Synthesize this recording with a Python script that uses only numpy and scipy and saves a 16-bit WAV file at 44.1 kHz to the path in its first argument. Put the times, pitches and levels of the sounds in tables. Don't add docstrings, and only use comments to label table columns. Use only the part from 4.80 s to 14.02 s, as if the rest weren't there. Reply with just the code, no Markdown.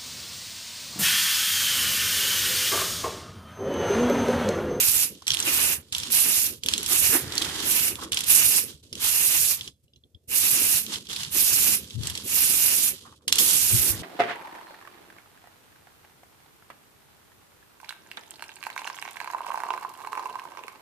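import sys
import numpy as np
from scipy import signal
from scipy.fft import rfft, irfft, next_fast_len
from scipy.io import wavfile
from scipy.ndimage import uniform_filter1d

SR = 44100
rng = np.random.default_rng(int(sys.argv[2]) if len(sys.argv) > 2 else 0)


def store_wav(level_fs):
    pcm = np.round(np.clip(np.atleast_2d(level_fs), -1, 1) * 32767)
    wavfile.write(sys.argv[1], SR, pcm.T.astype(np.int16))


N = 406602


def from_db(db):
    return 10 ** (np.asarray(db) / 20)


def rms_one(x):
    return x / np.sqrt(np.mean(x ** 2) + 1e-20)


def in_time(rows):
    s, *columns = np.transpose(rows)
    return [np.interp(np.arange(N) / SR, s, column) for column in columns]


def at_hz(points, hz):
    point_hz, value = np.array(points).T
    return np.interp(np.log(hz), np.log(point_hz), value)


def drift(rate_hz):
    r = np.exp(-40 * np.pi * rate_hz / SR)
    noise = rng.standard_normal(N // 20 + 2002)
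    slow = signal.lfilter([1], [1, -2 * r, r * r], noise)[2000:]
    return np.interp(np.arange(N) / 20, np.arange(len(slow)), rms_one(slow))


def resonance(x, hz, width_hz):
    r = np.exp(-np.pi * width_hz / SR)
    poles = [1, -2 * r * np.cos(2 * np.pi * hz / SR), r * r]
    return signal.lfilter([(1 - r * r) / 2, 0, (r * r - 1) / 2], poles, x)


def coloured(spectrum, flicker_db, rate_hz):
    size = next_fast_len(N)
    hz = np.maximum(np.arange(size // 2 + 1) * SR / size, 1)
    white = rfft(rng.standard_normal((3, size)))
    noise = irfft(white * from_db(at_hz(spectrum, hz)), size)[:, :N]
    return rms_one(noise * from_db(flicker_db * drift(rate_hz)))


def swells(rows):
    t = np.arange(N) / SR
    return sum(from_db(db) * np.exp(-.5 * ((t - s) / half_s) ** 2) for s, half_s, db in rows)


def shape_db(start_s, rise_s, length_s, power, fade_db_per_s, end_db_per_s):
    t = np.arange(N) / SR - start_s
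    rise_db = 20 * power * np.log10(np.clip(t / rise_s, 1e-6, 1))
    fade_db = fade_db_per_s * np.clip(t - rise_s, 0, max(length_s - rise_s, 0))
    end_db = end_db_per_s * np.maximum(t - length_s, 0)
    return rise_db - fade_db - end_db


def two_ports(common, left, right, lag_s, solid=0):
    # hz, share (0 to 1)
    likeness = [(60, 0.91), (130, 0.83), (290, 0.94), (640, 0.63), (2400, 0.37), (4500, 0.16), (8000, 0.15),
                (14000, 0.022)]
    # hz, level_db
    shadow = [(60, 0), (600, -1), (2000, -3.5), (4300, -3), (8000, -8.5), (14000, -6)]
    size = next_fast_len(N + 64)
    hz = np.maximum(np.arange(size // 2 + 1) * SR / size, 1)
    alike = np.clip(at_hz(likeness, hz), 0, 1)
    shade = from_db(at_hz(shadow, hz) / 2)
    c, l, r, whole = rfft([common, left, right, solid + 0 * common], size)
    both = np.sqrt(alike) * c + whole
    late = np.exp(-2j * np.pi * hz * lag_s)
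    at_left = shade * (both * late + np.sqrt(1 - alike) * l)
    at_right = (both + np.sqrt(1 - alike) * r) / shade
    return irfft([at_left, at_right], size)[:, :N]


def valve():
    # start_s, rise_s, held_s (from the start), closing_db_per_s, jet_db, sag_db_per_s,
    # body_db (re the jet)
    presses = [(-.1, 0.076, 0.34, 312, -18.5, 14.5, -11), (0.626, 0.047, 0.31, 400, -23.5, -0.5, -8),
               (1.295, 0.04, 0.37, 279, -19, 12, -13), (2.06, 0.058, 0.3, 299, -21, -2.5, -12),
               (2.797, 0.12, 0.29, 289, -21.5, 13, -11), (3.451, 0.056, 0.34, 250, -17, 12.5, -13),
               (4.191, 0.054, 0.53, 330, -22, -3, -12.5), (5.472, 0.095, .51, 252, -21, -0.5, -12),
               (6.498, 0.077, 0.45, 324, -20.5, 0.5, -12), (7.422, 0.15, 0.67, 409, -20.5, 2.5, -13),
               (8.582, 0.0028, 0.52, 314, -19.5, 5.5, -15.5)]
    opening_power = 1.39
    seals_below_db, seal_steeper = -56.5, 1.1
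    jet, body = 0, 0
    for s, rise_s, held_s, closing, jet_db, sag, body_db in presses:
        db = jet_db + shape_db(s, rise_s, held_s, opening_power, sag, closing)
        gain = from_db(db + seal_steeper * np.minimum(db - seals_below_db, 0))
        jet = jet + gain
        body = body + gain * from_db(body_db)
    return jet, body


def patchy(x, patch_db, rate_hz):
    size = next_fast_len(N)
    spectrum, hz = rfft(x, size), np.arange(size // 2 + 1) * SR / size
    place = np.clip(2 * np.log2(np.maximum(hz, 1) / 2500), 0, 5)
    out = 0
    for centre in range(6):
        share = np.clip(1 - abs(place - centre), 0, 1)
        band = irfft(spectrum * share, size)[:, :N]
        out = out + from_db(patch_db * drift(rate_hz)) * band
    return out


def spray():
    # hz, level_db (per Hz)
    jet_spectrum = [(1900, -37.5), (3200, -4), (4480, -2), (5800, 0.5), (8000, 0.5), (10600, 6),
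                    (13000, 4.5), (14250, 4.5), (14450, -61)]
    # (per Hz, relative)
    body_spectrum = [(300, -12), (600, -13.5), (1100, -11), (2000, -5.5), (2450, 1), (2870, 3), (3150, -9),
                     (3500, -21), (4500, -28.5)]
    jet_gain, body_gain = valve()
    body = coloured(body_spectrum, flicker_db=2.0, rate_hz=15)
    jet = patchy(coloured(jet_spectrum, flicker_db=.9, rate_hz=150), patch_db=1.6, rate_hz=20)
    sputter = from_db(0.36 * drift(26))
    return sputter * (jet_gain * jet + body_gain * body)


def bed():
    # time_s, rumble_db, rustle_db
    bed_levels = [(0.0, -51.5, -53.5), (.8, -47.5, -53), (1.6, -53, -50), (2.4, -46, -47), (3.3, -48, -46),
                  (4.0, -50.5, -48.5), (4.7, -49.5, -58.5), (5.1, -50, -59.5), (5.6, -52.5, -49.5),
                  (7.0, -49, -48.5), (8.04, -53, -48), (8.27, -54.5, -48.5), (9.22, -45, -44.5)]
    # hz, level_db (per Hz)
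    rumble_spectrum = [(25, -29), (45, -36), (70, 10.5), (100, 1.5), (150, 3.5), (230, -47.5)]
    rustle_spectrum = [(120, -10.5), (200, 4), (350, 1.5), (500, -2), (650, -15.5), (1000, -44.5)]
    scuff_spectrum = [(120, -29), (220, -8), (350, -0.5), (480, -11), (650, -12.5), (2000, -7.5),
                      (3500, -26)]
    # middle_s, half_length_s (standard deviation), level_db
    scuff_swells = [(2.12, 0.018, -36.5), (2.35, 0.025, -29.5), (2.686, 0.27, -38.5), (0.74, 0.14, -40.5),
                    (6.56, 0.0065, -36), (7.28, 0.036, -47.5), (9.06, 0.11, -40.5)]
    # middle_s, half_length_s (standard deviation), level_db (before each port's gain below)
    puff_swells = [(5.352, 0.0099, -43), (7.163, 0.012, -29), (7.193, 0.015, -27.5), (7.245, 0.023, -39),
                   (7.31, 0.017, -42), (8.945, 0.014, -23), (9.0, 0.012, -31.5), (9.105, .01, -32),
                   (9.14, .008, -38.5), (9.2, 0.025, -42)]
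    hum_middle_s, hum_half_s, hum_db = 6.7, 0.91, -56.5
    hum_hz, hum_width_hz = 200.5, 5.4

    rumble_db, rustle_db = in_time(bed_levels)
    rumble = from_db(rumble_db) * coloured(rumble_spectrum, flicker_db=4.0, rate_hz=27)
    rustle = from_db(rustle_db) * coloured(rustle_spectrum, flicker_db=4.5, rate_hz=9.6)
    scuff = swells(scuff_swells) * coloured(scuff_spectrum, flicker_db=2.0, rate_hz=86)

    tone = rms_one(resonance(rng.standard_normal(N), hum_hz, hum_width_hz))
    hum = swells([(hum_middle_s, hum_half_s, hum_db)]) * tone

    wobble_hz = 104 * from_db(2.2 * drift(50))
    turn = 2 * np.pi * np.cumsum(wobble_hz) / SR
    wobble = np.sin(turn) + 0.18 * np.cos(2 * turn)
    puff = swells(puff_swells) * from_db(1.0 * drift(37)) * wobble
    port_gain = from_db([[8], [-10]])
    return two_ports(*(rumble + rustle + scuff + hum), 0) + puff * port_gain


def slosh():
    # start_s, rise_s, lasts_s (from the start), peak_db, fading_db_per_s
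    surges = [(0.247, .03, 0.22, -53, 37), (0.465, 0.0073, 0.36, -33, 8), (0.973, .03, 0.26, -59.5, 28),
              (1.118, 0.011, 0.3, -35, 34), (1.708, 0.03, 0.13, -48, 248), (1.803, 0.067, 0.37, -38, -19),
              (2.384, 0.0091, 0.13, -37, 83), (2.483, 0.053, 0.17, -39, 20), (2.608, 0.0083, 0.4, -35, -1),
              (3.089, 0.15, 0.21, -39, 260), (3.313, 0.0086, 0.41, -31.5, 51),
              (3.851, 0.039, 0.15, -41, 209), (4.023, 0.009, 0.13, -55, 109), (4.103, 0.16, 0.19, -29.5, 6),
              (4.728, 0.033, 0.16, -46.5, -3), (5.986, 0.16, 0.19, -30.5, 246.5),
              (6.18, 0.02, 0.085, -52, 5), (6.276, 0.023, 0.43, -34, 38), (6.973, 0.019, 0.18, -47, 31),
              (7.127, 0.14, 0.38, -36.5, 54), (8.11, 0.027, 0.27, -46, 82), (8.416, .005, 0.022, -66, 100),
              (8.476, 0.0027, 0.028, -31.5, 255), (8.518, 0.0055, 0.24, -31.5, -1),
              (9.133, 0.029, 0.12, -42, 5)]
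    # hz, level_db (per Hz)
    wash_spectrum = [(500, -27), (900, -9), (2300, -9), (3200, 2), (6000, -5), (10700, -10), (14200, -18),
                     (14450, -74)]
    # middle_s, half_length_s (standard deviation), level_db
    tap_swells = [(.424, 0.0016, -33.5), (3.23, 0.037, -42), (8.27, 0.018, -46.5), (8.33, 0.013, -52.5),
                  (8.42, 0.019, -59)]
    surge_power, settle_db_per_s = 2.28, 697.5
    rest_db = -94

    level = 0
    for s, rise_s, lasts_s, db, fading in surges:
        level = level + from_db(db + shape_db(s, rise_s, lasts_s, surge_power, fading, settle_db_per_s))

    ticks = (rng.random(N) < 300 / SR) * np.minimum(rng.exponential(0.6, N), 2.5)
    grain = 1 + signal.lfilter([1], [1, -np.exp(-1 / (0.0007 * SR))], ticks)
    moving = level * grain * from_db(1.5 * drift(60))
    wash = (from_db(rest_db) + moving) * coloured(wash_spectrum, flicker_db=1.2, rate_hz=12)

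    shell = resonance(rng.standard_normal((3, N)), 1100, 600)
    shell = rms_one(resonance(shell, 1100, 600))
    taps = swells(tap_swells) * from_db(4 * drift(70)) * shell
    return wash + taps


def knocks():
    # time_s, peak_db (before wall_db), brightness_db (per octave over
    # 3800 Hz, before even_bright_db is taken off), skid_db (re the contact)
    ball_hits = [(0.3504, -38, -11.0, -1), (0.4213, -34, -4, -3), (0.4687, -16, -2, -9.0),
                 (0.4795, -10, -2.5, -3.0), (0.5045, -8.5, -7, -17), (0.5176, -13, -4, -6),
                 (0.5356, -13.0, -6, -4.0), (0.541, -13, -6.0, -4.0), (0.546, -14.5, 1, 0),
                 (0.5703, -16, -2, -26), (0.5898, -18, 0, -10.0), (0.6009, -12.5, 5, -3),
                 (0.6256, -17.5, 3, -6), (1.1244, -18, 2, -6), (1.149, -12, -4, -14),
                 (1.182, -15.5, 4, -12), (1.1998, -20, 2, -13), (1.2335, -20.0, -8, 0),
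                 (1.8352, -17.5, 2, 1), (1.8613, -16, 2, -4), (1.8862, -9.5, -6, -11),
                 (1.9032, -29, 5, -12), (1.9366, -7, -8, -7), (1.9482, -20, -8, -10), (1.96, -23, -17, -11),
                 (1.976, -29, -9, 6), (1.979, -15, 1, -5.0), (2.03, -17, 0.5, -12), (2.0617, -15, 0, -6.0),
                 (2.522, -18, -5, -5), (2.5534, -20, 2, -10.0), (2.5718, -21, -7.0, 0),
                 (2.5795, -8.5, -4, -10.0), (2.6217, -11.5, -9, -13), (2.6258, -23, 0, -4.0),
                 (2.652, -20, -9, -3.0), (3.1554, -22, -1, -21), (3.2354, -26, 4, 0), (3.3198, -11.5, 1, 1),
                 (3.3303, -13.5, -5, 2), (3.3442, -16, 3, 0), (3.372, -11, -5, 2), (3.3894, -18, 2, 0),
                 (3.4062, -15, 0, -5.0), (3.4384, -20.0, 5, 4), (4.1282, -23, -7.5, 2),
                 (4.153, -24.5, -3, 0), (4.8099, -20, -10, -11), (4.8766, -25.5, -9.5, -7),
                 (5.08, -58.0, -26.5, -12), (5.1345, -48.5, -31, -8), (5.159, -48, -20, -4.0),
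                 (5.2368, -49.5, -20.5, -5.0), (5.3472, -46, -39, -7.0), (6.0645, -23, -12.5, -8.0),
                 (6.139, -20, -18, -5.0), (6.1578, -20, -19, -7.0), (6.269, -32.5, -8.0, 3),
                 (6.2981, -28, -10, -5.0), (6.33, -21, 2, 1), (6.362, -18.5, -5, 7), (6.4324, -18, -5, 0),
                 (6.4487, -23.0, -16, -8), (7.106, -29.0, -9, 6), (7.234, -23, 2, -2), (7.2706, -16, 4, -1),
                 (7.2986, -17.5, 1.5, 10), (7.3522, -19, -3, -3), (7.3754, -17, 0.5, -8),
                 (8.4796, -10.0, -2, -4.0), (8.5247, -2, -0.5, -9), (8.556, -11.5, 4, -2),
                 (8.5837, -10, -11, -4), (8.5861, -7, -10, 1)]
    # pitch_hz, width_hz (doubled in each of two passes), level_db
    wall_modes = [(2910, 740, -3), (3366, 546, 5), (4030, 930, 4), (4990, 660, 0), (5660, 310, -1),
                  (6470, 390, -2), (7700, 510, -1), (9100, 1100, -3), (11340, 400, -4), (12000, 3600, -17)]
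    wall_db, even_bright_db = 2, -3.5
    contact_s, skid_s, ring_s = .0011, .006, .028
    ring_db, ring_width_hz = -17, 300
    gentle_below_db = -40
    lag_s, likeness = -0.00022, .55

    s, peak_db, bright_db, skid_db = np.transpose(ball_hits)
    at = np.round(s * SR).astype(int)
    spot_spread_db = np.where(peak_db < gentle_below_db, 7, 3)[:, None]
    spot_db = spot_spread_db * rng.standard_normal((len(s), len(wall_modes)))
    chatter = rng.choice([-1., 1.], (3, N))

    latest = np.maximum(np.searchsorted(at, np.arange(N), side="right") - 1, 0)
    since = np.arange(N) / SR - s[latest]
    begun = since >= 0
    contact = np.exp(-abs(since) / contact_s)
    skid = from_db(skid_db[latest]) * np.exp(-abs(since) / skid_s)
    force = begun * (contact + skid)
    gentle = (peak_db < gentle_below_db)[latest]
    ringing = begun * from_db(ring_db - 3 * gentle) * np.exp(-abs(since) / ring_s) + gentle * force
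    force = force * from_db(-30 * gentle)

    out = 0
    for k, (hz, width_hz, level_db) in enumerate(wall_modes):
        octaves_up = np.clip(np.log2(hz / 3800), 0, 1.2)
        tilt_db = (bright_db - even_bright_db) * octaves_up
        weight = from_db(level_db + spot_db[:, k] + tilt_db)[latest]
        struck = resonance(weight * force * chatter + 1e-12, hz, 2 * width_hz)
        struck = resonance(struck, hz, 2 * width_hz)
        rung = resonance(weight * ringing * chatter + 1e-12, hz, ring_width_hz)
        rung = resonance(rung, hz, ring_width_hz)
        out = out + struck + rung

    peak = np.maximum.reduceat(abs(out), at, axis=1).mean(axis=0)
    common, left, right = (from_db(wall_db + peak_db) / peak)[latest] * out
    own = np.sqrt(1 - likeness)
    return two_ports(0 * common, own * left, own * right, lag_s, solid=np.sqrt(likeness) * common)


def scene():
    can_lag_s = -0.00014
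    return two_ports(*(spray() + slosh()), can_lag_s) + knocks() + bed()


def suppressor(x):
    # upper_edge_hz, threshold_db, slope (dB per dB below it)
    quiet_bands = [(600, -43.5, .5), (1280, -38, 0.2), (2500, -40, 0.4)]
    high_pass = signal.butter(6, 2600, "high", fs=SR, output="sos")
    treble = signal.sosfilt(high_pass, x.mean(axis=0))
    power = uniform_filter1d(treble ** 2, size=1323, origin=400)
    level_db = 10 * np.log10(power + 3e-9)
    out, rest = 0, x
    for edge_hz, threshold_db, slope in quiet_bands:
        band = signal.sosfiltfilt(signal.butter(4, edge_hz, fs=SR, output="sos"), rest)
        out = out + band * from_db(slope * np.minimum(level_db - threshold_db, 0))
        rest = rest - band
    return out + rest


def record(dry):
    low_cut_hz, top_cut_hz = 56, 15400
    self_noise_db = -82.5
    heard = signal.sosfilt(signal.butter(2, low_cut_hz, "high", fs=SR, output="sos"), dry)
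    hiss = from_db(self_noise_db) * rng.standard_normal(dry.shape)
    stopped = np.clip(suppressor(heard) + hiss, -1, 1)
    return signal.sosfilt(signal.cheby2(16, 80, top_cut_hz, fs=SR, output="sos"), stopped)


dry = scene()
out = record(dry)
store_wav(out)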